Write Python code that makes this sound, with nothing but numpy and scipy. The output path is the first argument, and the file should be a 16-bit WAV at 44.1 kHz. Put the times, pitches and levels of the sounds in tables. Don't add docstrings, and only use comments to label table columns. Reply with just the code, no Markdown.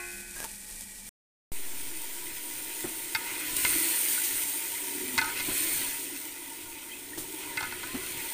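import sys
import numpy as np
from scipy import signal
from scipy.io import wavfile
from scipy.ndimage import uniform_filter1d

SR = 44100
rng = np.random.default_rng(int(sys.argv[2]) if len(sys.argv) > 2 else 0)


def store_pcm(level_fs):
    pcm = np.round(np.clip(level_fs, -1, 1) * 32767).astype(np.int16)
    wavfile.write(sys.argv[1], SR, np.atleast_2d(pcm).T)


def gain_from_db(level_db):
    decades = np.asarray(level_db, float) / 20
    return 10 ** decades


N = 367353

FIRST_END_S, SECOND_START_S = 1.0924, 1.5187
# pitch_hz, level_db (per Hz)
CALM_FIZZ = [(2000, -26.5), (3300, -5), (4100, -8), (5500, -7.5), (7800, -3), (9000, 3.5), (10000, -3),
             (11200, -7), (13500, -3.5), (15600, 2)]
# pitch_hz, level_db, t60_s
STEEL_MODES = [(1271, -15, .35), (1428, -6, .12), (1510, -3, .09), (1738, -14, .2), (2064, -4, .1),
               (2150, -7, .11), (2445, -11, .07), (2540, -5, .09), (2700, -10, .07), (3240, -10, .045),
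               (3760, -2, .03), (4400, -8, .02), (5200, 1.5, .025)]
# start_s, level_db, slap_db (over level_db), boom_hz
LANDINGS = [(2.84, -29, -8.5, 354), (3.757, -32, -14, 302), (5.483, -29.5, -6.5, 297),
            (7.174, -35.5, -6.5, 334), (7.944, -25, -12, 257)]


def evened(x):
    return x / np.sqrt(np.mean(x ** 2) + 1e-20)


def add(mix, start_s, sound):
    part = mix[round(start_s * SR):][:len(sound)]
    part += sound[:len(part)]


def curve(rows):
    return np.interp(np.arange(N) / SR, *np.transpose(rows))


def joined_db(*levels_db):
    return 10 * np.log10(sum(gain_from_db(db) ** 2 for db in levels_db) + 1e-20)


def wander(per_s):
    knots = int(N / SR * per_s) + 2
    return evened(np.interp(np.linspace(0, knots - 1, N), np.arange(knots), rng.standard_normal(knots)))


def colour(x, points):
    f, db = np.transpose(points)
    hz = abs(np.fft.fftfreq(4096, 1 / SR))
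    gain_db = np.interp(np.log(hz + 1), np.log(f + 1), db, right=-60).clip(-80)
    log_gain = np.log(gain_from_db(gain_db))
    taps = np.fft.ifft(np.exp(np.conj(signal.hilbert(log_gain)))).real
    return evened(signal.oaconvolve(x, taps)[:len(x)])


def resonate(x, hz, width_hz):
    turn = np.exp(2j * np.pi * np.cumsum(hz * np.ones(len(x))) / SR)
    r = np.exp(-np.pi * width_hz / SR)
    smooth = signal.lfilter([1 - r], [1, -r], x / turn)
    return evened((turn * smooth).real)


def steep(x, hz, width_hz):
    return resonate(resonate(x, hz, 4.5 * width_hz), hz, width_hz)


def bursts(per_s, spread_db, hiss):
    size = gain_from_db(spread_db * np.minimum(rng.exponential(1, N), 3.6)) * rng.standard_normal(N)
    large = evened(size * (rng.random(N) < per_s / SR))
    return large + hiss * rng.standard_normal(N)


def patchy(x, depth_db):
    z = signal.stft(x, nperseg=512)[2]
    patches = uniform_filter1d(rng.standard_normal(z.shape), size=3, axis=0)
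    patches = uniform_filter1d(patches, size=9, axis=1)
    swelling = z * gain_from_db(depth_db * evened(patches))
    return evened(signal.istft(swelling, nperseg=512)[1][:len(x)])


def frying(fizz_db, simmer_db, heap_db, bubble_db, churn_db, heap_hz):
    # pitch_hz, level_db (per Hz)
    flare_fizz = [(2000, -32), (3500, -14.5), (4270, -11.5), (5250, -11.5), (7800, -3.5), (9000, 7.5),
                  (10000, -3), (13000, -2), (15600, 1.5)]
    # pitch_hz, width_hz, level_db
    air_modes = [(1450, 62, -2), (2020, 64, 4.5), (2532, 150, 3.5), (3115, 350, 2.5), (4020, 410, -11)]
    # pitch_hz, level_db (per Hz)
    surge = [(900, -24), (1400, -6.5), (2200, 3), (4200, -5.5), (6500, -18)]
    # pitch_hz (before it wanders), width_hz, level_db
    belly_modes = [(302, 32, 9), (348.9, 24, 8)]
    # pitch_hz, level_db (per Hz)
    stove = [(12, 0.5), (60, -9.5), (100, -4), (200, -11), (400, -11)]
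    # pitch_hz, level_db (per Hz)
    room = [(150, -27), (300, 0), (1200, -11), (3000, -20)]
    calm_db, flare_db = -43.5, -15

    spit = bursts(2500, 4.1, 2.1) * gain_from_db(0.42 * wander(30))
    flare = np.clip((fizz_db - calm_db) / (flare_db - calm_db), 0, 1)
    fizz = (1 - flare) * colour(spit, CALM_FIZZ) + flare * colour(spit, flare_fizz)

    pops = 0.6 * spit + bursts(600, 2.2, 1.54) * gain_from_db(2.2 * wander(30))
    hollow = evened(sum(gain_from_db(db) * steep(pops, hz, width_hz) for hz, width_hz, db in air_modes))
    broad = colour(bursts(1500, 2.0, 1.37), surge)
    simmer = (0.8 - 0.048 * flare) * hollow + (1.06 + 1.08 * flare) * broad
    singing = gain_from_db(fizz_db + churn_db + 23.5) * steep(pops, 4284, 130)
    heap = steep(pops + spit, heap_hz * (1 + 0.014 * wander(18)), 42)

    blobs = bursts(150, 2.7, 1.58)
    bubbles = evened(sum(gain_from_db(db) * steep(blobs, hz * (1 + 0.043 * wander(6)), width_hz)
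                         for hz, width_hz, db in belly_modes))
    rumble = gain_from_db(2.5 * wander(7.3)) * colour(rng.standard_normal(N), stove)
    rumble_db = joined_db(-61.5, churn_db - 14.5) + 0.27 * (bubble_db + 55.5)
    wash_db = -59.5 + 0.72 * (simmer_db + 51.5)
    wash = gain_from_db(wash_db) * colour(rng.standard_normal(N), room)

    direct = gain_from_db(fizz_db) * patchy(fizz, 1.8)
    in_pot = gain_from_db(simmer_db) * patchy(simmer, 2.05) + gain_from_db(heap_db + 1.95 * wander(25)) * heap
    low = gain_from_db(bubble_db) * bubbles + gain_from_db(rumble_db) * rumble
    return direct + in_pot + low + wash + singing


def stirring():
    # time_s, level_db
    heat = [(1.5, -41), (2.8, -37.5), (5.2, -36.5), (6.4, -43), (7.15, -44), (7.3, -41), (8.33, -42)]
    # start_s, peak_db, hold_s, fall_db_per_s
    flare_rows = [(3.465, -28, 0.47, 15), (5.366, -30.5, 0.23, 30.5), (7.883, -39.5, 0.113, 1.5)]
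    # start_s, length_s, churn_db, rise_hz (of the second air mode)
    sweeps = [(3.12, 0.87, -43.5, 95), (5.094, 0.86, -43, 117), (7.31, 1.106, -45, 109)]
    # middle_s, length_s (between points 10 dB down), level_db
    gulp_rows = [(5.035, 0.33, -41), (6.08, 0.24, -49), (7.3, 0.76, -48)]
    rise_s, rise_from_db = 0.18, -11
    sweep_edge, heap_at, heap_width = 0.36, 0.56, 0.15
    flat_hz = 932.7
    landing_db, landing_s = -16.5, 0.086

    t = np.arange(N) / SR
    flares = []
    for s, db, hold_s, fall in flare_rows:
        rise_db = np.interp(t, [s - 0.05, s, s + rise_s], [-60, rise_from_db, 0])
        flares.append(db - fall * np.maximum(t - s - rise_s - hold_s, 0) + rise_db)
    fizz_db = joined_db(curve(heat), *flares)

    churn, heap_hz = 1e-6, flat_hz
    for s, length_s, db, rise_hz in sweeps:
        u = (t - s) / length_s
        to_end = np.minimum(u, 1 - u)
        churn = churn + gain_from_db(db) * np.sin(np.pi / 2 * np.clip(to_end * 2 / sweep_edge, 0, 1))
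        heap_hz = heap_hz + rise_hz * np.exp(-((u - heap_at) / heap_width) ** 2)
    churn_db = 20 * np.log10(churn)

    gulps = gulp_rows + [(s + landing_s / 4, landing_s, db + landing_db) for s, db, *_ in LANDINGS]
    gulps_db = [db - 10 * (2 * (t - s) / length_s) ** 2 for s, length_s, db in gulps]

    over_db = fizz_db + 40
    simmer_db = joined_db(-47.5 + 0.56 * over_db, churn_db)
    heap_churn_db = churn_db - 4 - 1.2 * (heap_hz - flat_hz)
    heap_db = joined_db(-57.5 + 0.39 * over_db, heap_churn_db)
    bubble_db = joined_db(-54 + 0.27 * over_db, churn_db - 7, *gulps_db)
    return fizz_db, simmer_db, heap_db, bubble_db, churn_db, heap_hz


def clink(db, struck_hz, rattle_ms, free, air_hz):
    t = np.arange(SR // 3) / SR
    rebounds = (rng.random(len(t)) < 1200 / SR) * rng.standard_normal(len(t))
    blows = 0.39 * rebounds * np.exp(-(t * 1000 / max(rattle_ms, 1)) ** 2)
    blows[0] = 1

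    parts = []
    for hz, mode_db, t60 in STEEL_MODES:
        fade_db = mode_db - 15.6 * abs(np.log2(hz / struck_hz)) - 60 * t / (t60 * max(free, 0.2))
        tone = np.sin(2 * np.pi * (hz * rng.normal(1, 0.0035) * t + rng.random()))
        parts.append(gain_from_db(fade_db) * tone * (1 - np.exp(-t * hz / 4.9)))
    air_db = -1 - 22 * np.log2(struck_hz / 1500)
    air = gain_from_db(air_db - 60 * t / 0.038) * np.sin(2 * np.pi * 0.97 * air_hz * t)
    parts.append(air * (1 - np.exp(-t / 0.0017)))
    parts.append(steep(rng.standard_normal(len(t)), 4000, 2300) * gain_from_db(-5 - 60 * t / 0.018))

    parts = np.array(parts)
    rattled = signal.fftconvolve(blows[None], parts)[:, :len(t)]
    share = np.linalg.norm(parts, axis=1) / np.linalg.norm(rattled, axis=1)
    sound = share @ rattled
    jolt = 0.045 * np.sin(2 * np.pi * 105 * t) * gain_from_db(-60 * t / 0.11)
    return gain_from_db(db) * (sound / abs(sound).max() + jolt)


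def scrape(db, length_s, rubbed_hz):
    slips = bursts(500, 1.1, 0.65)[:round(length_s * SR)]
    ring = sum(gain_from_db(mode_db - 17.0 * abs(np.log2(hz / rubbed_hz))) * resonate(slips, hz, 6.9 / t60)
               for hz, mode_db, t60 in STEEL_MODES)
    return gain_from_db(db) * evened(ring) * signal.windows.tukey(len(slips), 0.6)


def thud(db, slap_db, boom_hz):
    t = np.arange(SR // 5) / SR
    boom = np.sin(2 * np.pi * boom_hz * t) * np.exp(-(t / 0.018) ** 2)
    push = 0.6 * np.sin(2 * np.pi * 150 * t) * gain_from_db(-60 * t / 0.016)
    wet = colour(rng.standard_normal(len(t)), [(300, -2.5), (700, -6.5), (1800, -10), (5000, -46)])
    slap = wet * gain_from_db(slap_db - 60 * t / 0.23)
    return gain_from_db(db) * (boom + push + slap) * (1 - np.exp(-t / 0.0018))


def splash(db, t60):
    t = np.arange(SR // 4) / SR
    spray = colour(rng.standard_normal(len(t)), CALM_FIZZ)
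    return gain_from_db(db - 60 * t / t60) * spray * (1 - np.exp(-t / 0.0045))


def pop(db, hz):
    t = np.arange(SR // 20) / SR
    ring = np.sin(2 * np.pi * hz * t * (1.0 + 1.8 * t))
    return gain_from_db(db - 60 * t / 0.08) * ring * (1 - np.exp(-t / 0.0005))


def lid():
    # pitch_hz, level_db (over ring_db), t60_s
    lid_modes = [(354, -3, 1.7), (710, -11, 1.0), (823, -10, .7), (1090, -4, .4), (1436, -9, 2),
                 (1513, -2, 1.7), (1680, -7, 2.2), (1814, -8, 1.4), (1981, -1, .5), (2068, -4, 1.1),
                 (2374, -4, 1.6), (2518, -2, 2), (2538, -3, 1.6), (2579, -9, .9)]
    # start_s, length_s, level_db
    drag = (0.346, 0.11, -40)
    # pitch_hz, level_db (per Hz)
    drag_tone = [(200, -17), (600, -12), (1200, -15.5), (1700, -17), (4100, -22.5), (8700, -15.5),
                 (15600, -21.5)]
    # first_hz, jump_s, later_hz
    squeak = (1620, .435, 875)
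    ring_db = -43.5

    t = np.arange(N) / SR
    ring = sum(gain_from_db(ring_db + db - 60 * t / t60) * np.sin(2 * np.pi * (hz * t + rng.random()))
               for hz, db, t60 in lid_modes)
    start_s, length_s, db = drag
    swell_db = np.interp(t - start_s, [0, 0.025, length_s, length_s + 0.045], [-22, -3, 0, -22], -120, -120)
    first_hz, jump_s, later_hz = squeak
    squeak_hz = np.where(t < jump_s, first_hz, later_hz)
    grit = bursts(500, 2.7, 0.64)
    rub = colour(grit, drag_tone) + 0.5 * steep(grit, squeak_hz, 46)
    return ring + gain_from_db(db + swell_db) * rub


def kitchen():
    # pitch_hz, level_db (per Hz)
    muffled = [(12, -29.5), (20, 0), (136, -20), (190, -18.5), (231, -17.5), (856, -27.5), (1300, -30.5),
               (1860, -21), (2140, -27), (2330, -24), (6500, -19), (8860, -11), (11000, -19),
               (15400, -21.5)]
    # time_s, level_db
    muffled_db = [(0, -43), (1.1, -45)]
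    # pitch_hz, width_hz, level_db
    fuzzy_tones = [(199.6, 8, -62), (870, 25, -68), (1920, 42, -61), (2340, 99, -59.5)]
    tones = sum(gain_from_db(db) * steep(rng.standard_normal(N), hz, width_hz) for hz, width_hz, db in fuzzy_tones)
    level_db = curve(muffled_db) + 1.1 * wander(24.2)
    return gain_from_db(level_db) * colour(bursts(2000, 2.3, 1.5), muffled) + tones


def scene():
    # start_s, level_db, struck_hz (best answer), rattle_ms, free (factor on t60)
    clinks = [(3.149, -14.5, 1860, 12, 0.6), (3.649, -14, 2140, 1.8, 0.43),
              (5.178, -12.5, 1970, 15.3, 0.84), (5.214, -18, 1560, 10.4, 0.81),
              (5.244, -26, 1390, 11, 0.89), (5.29, -28, 1500, 7.9, 1.6), (5.398, -23, 2220, 18, 0.57),
              (7.572, -20, 2020, 5.4, 1.2), (7.606, -23, 1450, 6, 0.5), (7.627, -23, 1650, 18, 0.95),
              (7.723, -26, 1560, 7, 0.78), (7.831, -27.5, 1550, 9, 0.8)]
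    # start_s, level_db, length_s, rubbed_hz (best answer)
    scrapes = [(3.17, -46.5, 0.35, 2020), (3.62, -38.5, 0.15, 2200), (5.19, -42, 0.14, 1500),
               (5.345, -38, 0.069, 2360), (7.39, -47.5, 0.07, 2200)]
    # start_s, level_db, pitch_hz (at first)
    bubble_pops = [(4.1777, -30.5, 1450), (6.917, -37, 3100), (6.9311, -38, 2500), (7.1322, -35, 1820)]
    # start_s, level_db, t60_s
    splashes = [(3.564, -11.5, 0.027), (4.235, -24.5, 0.17), (7.174, -32.5, 0.28)]

    *levels_db, heap_hz = stirring()
    pot = frying(*levels_db, heap_hz)
    for s, *blow in clinks:
        add(pot, s, clink(*blow, heap_hz[round(s * SR)]))
    for events, sound in ((LANDINGS, thud), (bubble_pops, pop), (splashes, splash), (scrapes, scrape)):
        for s, *how in events:
            add(pot, s, sound(*how))
    mix = np.where(np.arange(N) < FIRST_END_S * SR, kitchen() + lid(), pot)
    return np.array([mix, mix])


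def top_cut(x):
    return signal.sosfilt(signal.butter(12, 16840, fs=SR, output="sos"), x)


def record(dry):
    t = np.arange(N) / SR
    second = t >= SECOND_START_S
    offset = -0.036 * np.exp(-abs(t - SECOND_START_S) / 0.43)
    cut = dry * ((t < FIRST_END_S) | second) + offset * second
    low_pass = signal.firwin(511, 15480, window=("kaiser", 9), fs=SR)
    finished = signal.oaconvolve(cut, low_pass[None], "same")
    return top_cut(finished)


dry = scene()
out = record(dry)
store_pcm(out)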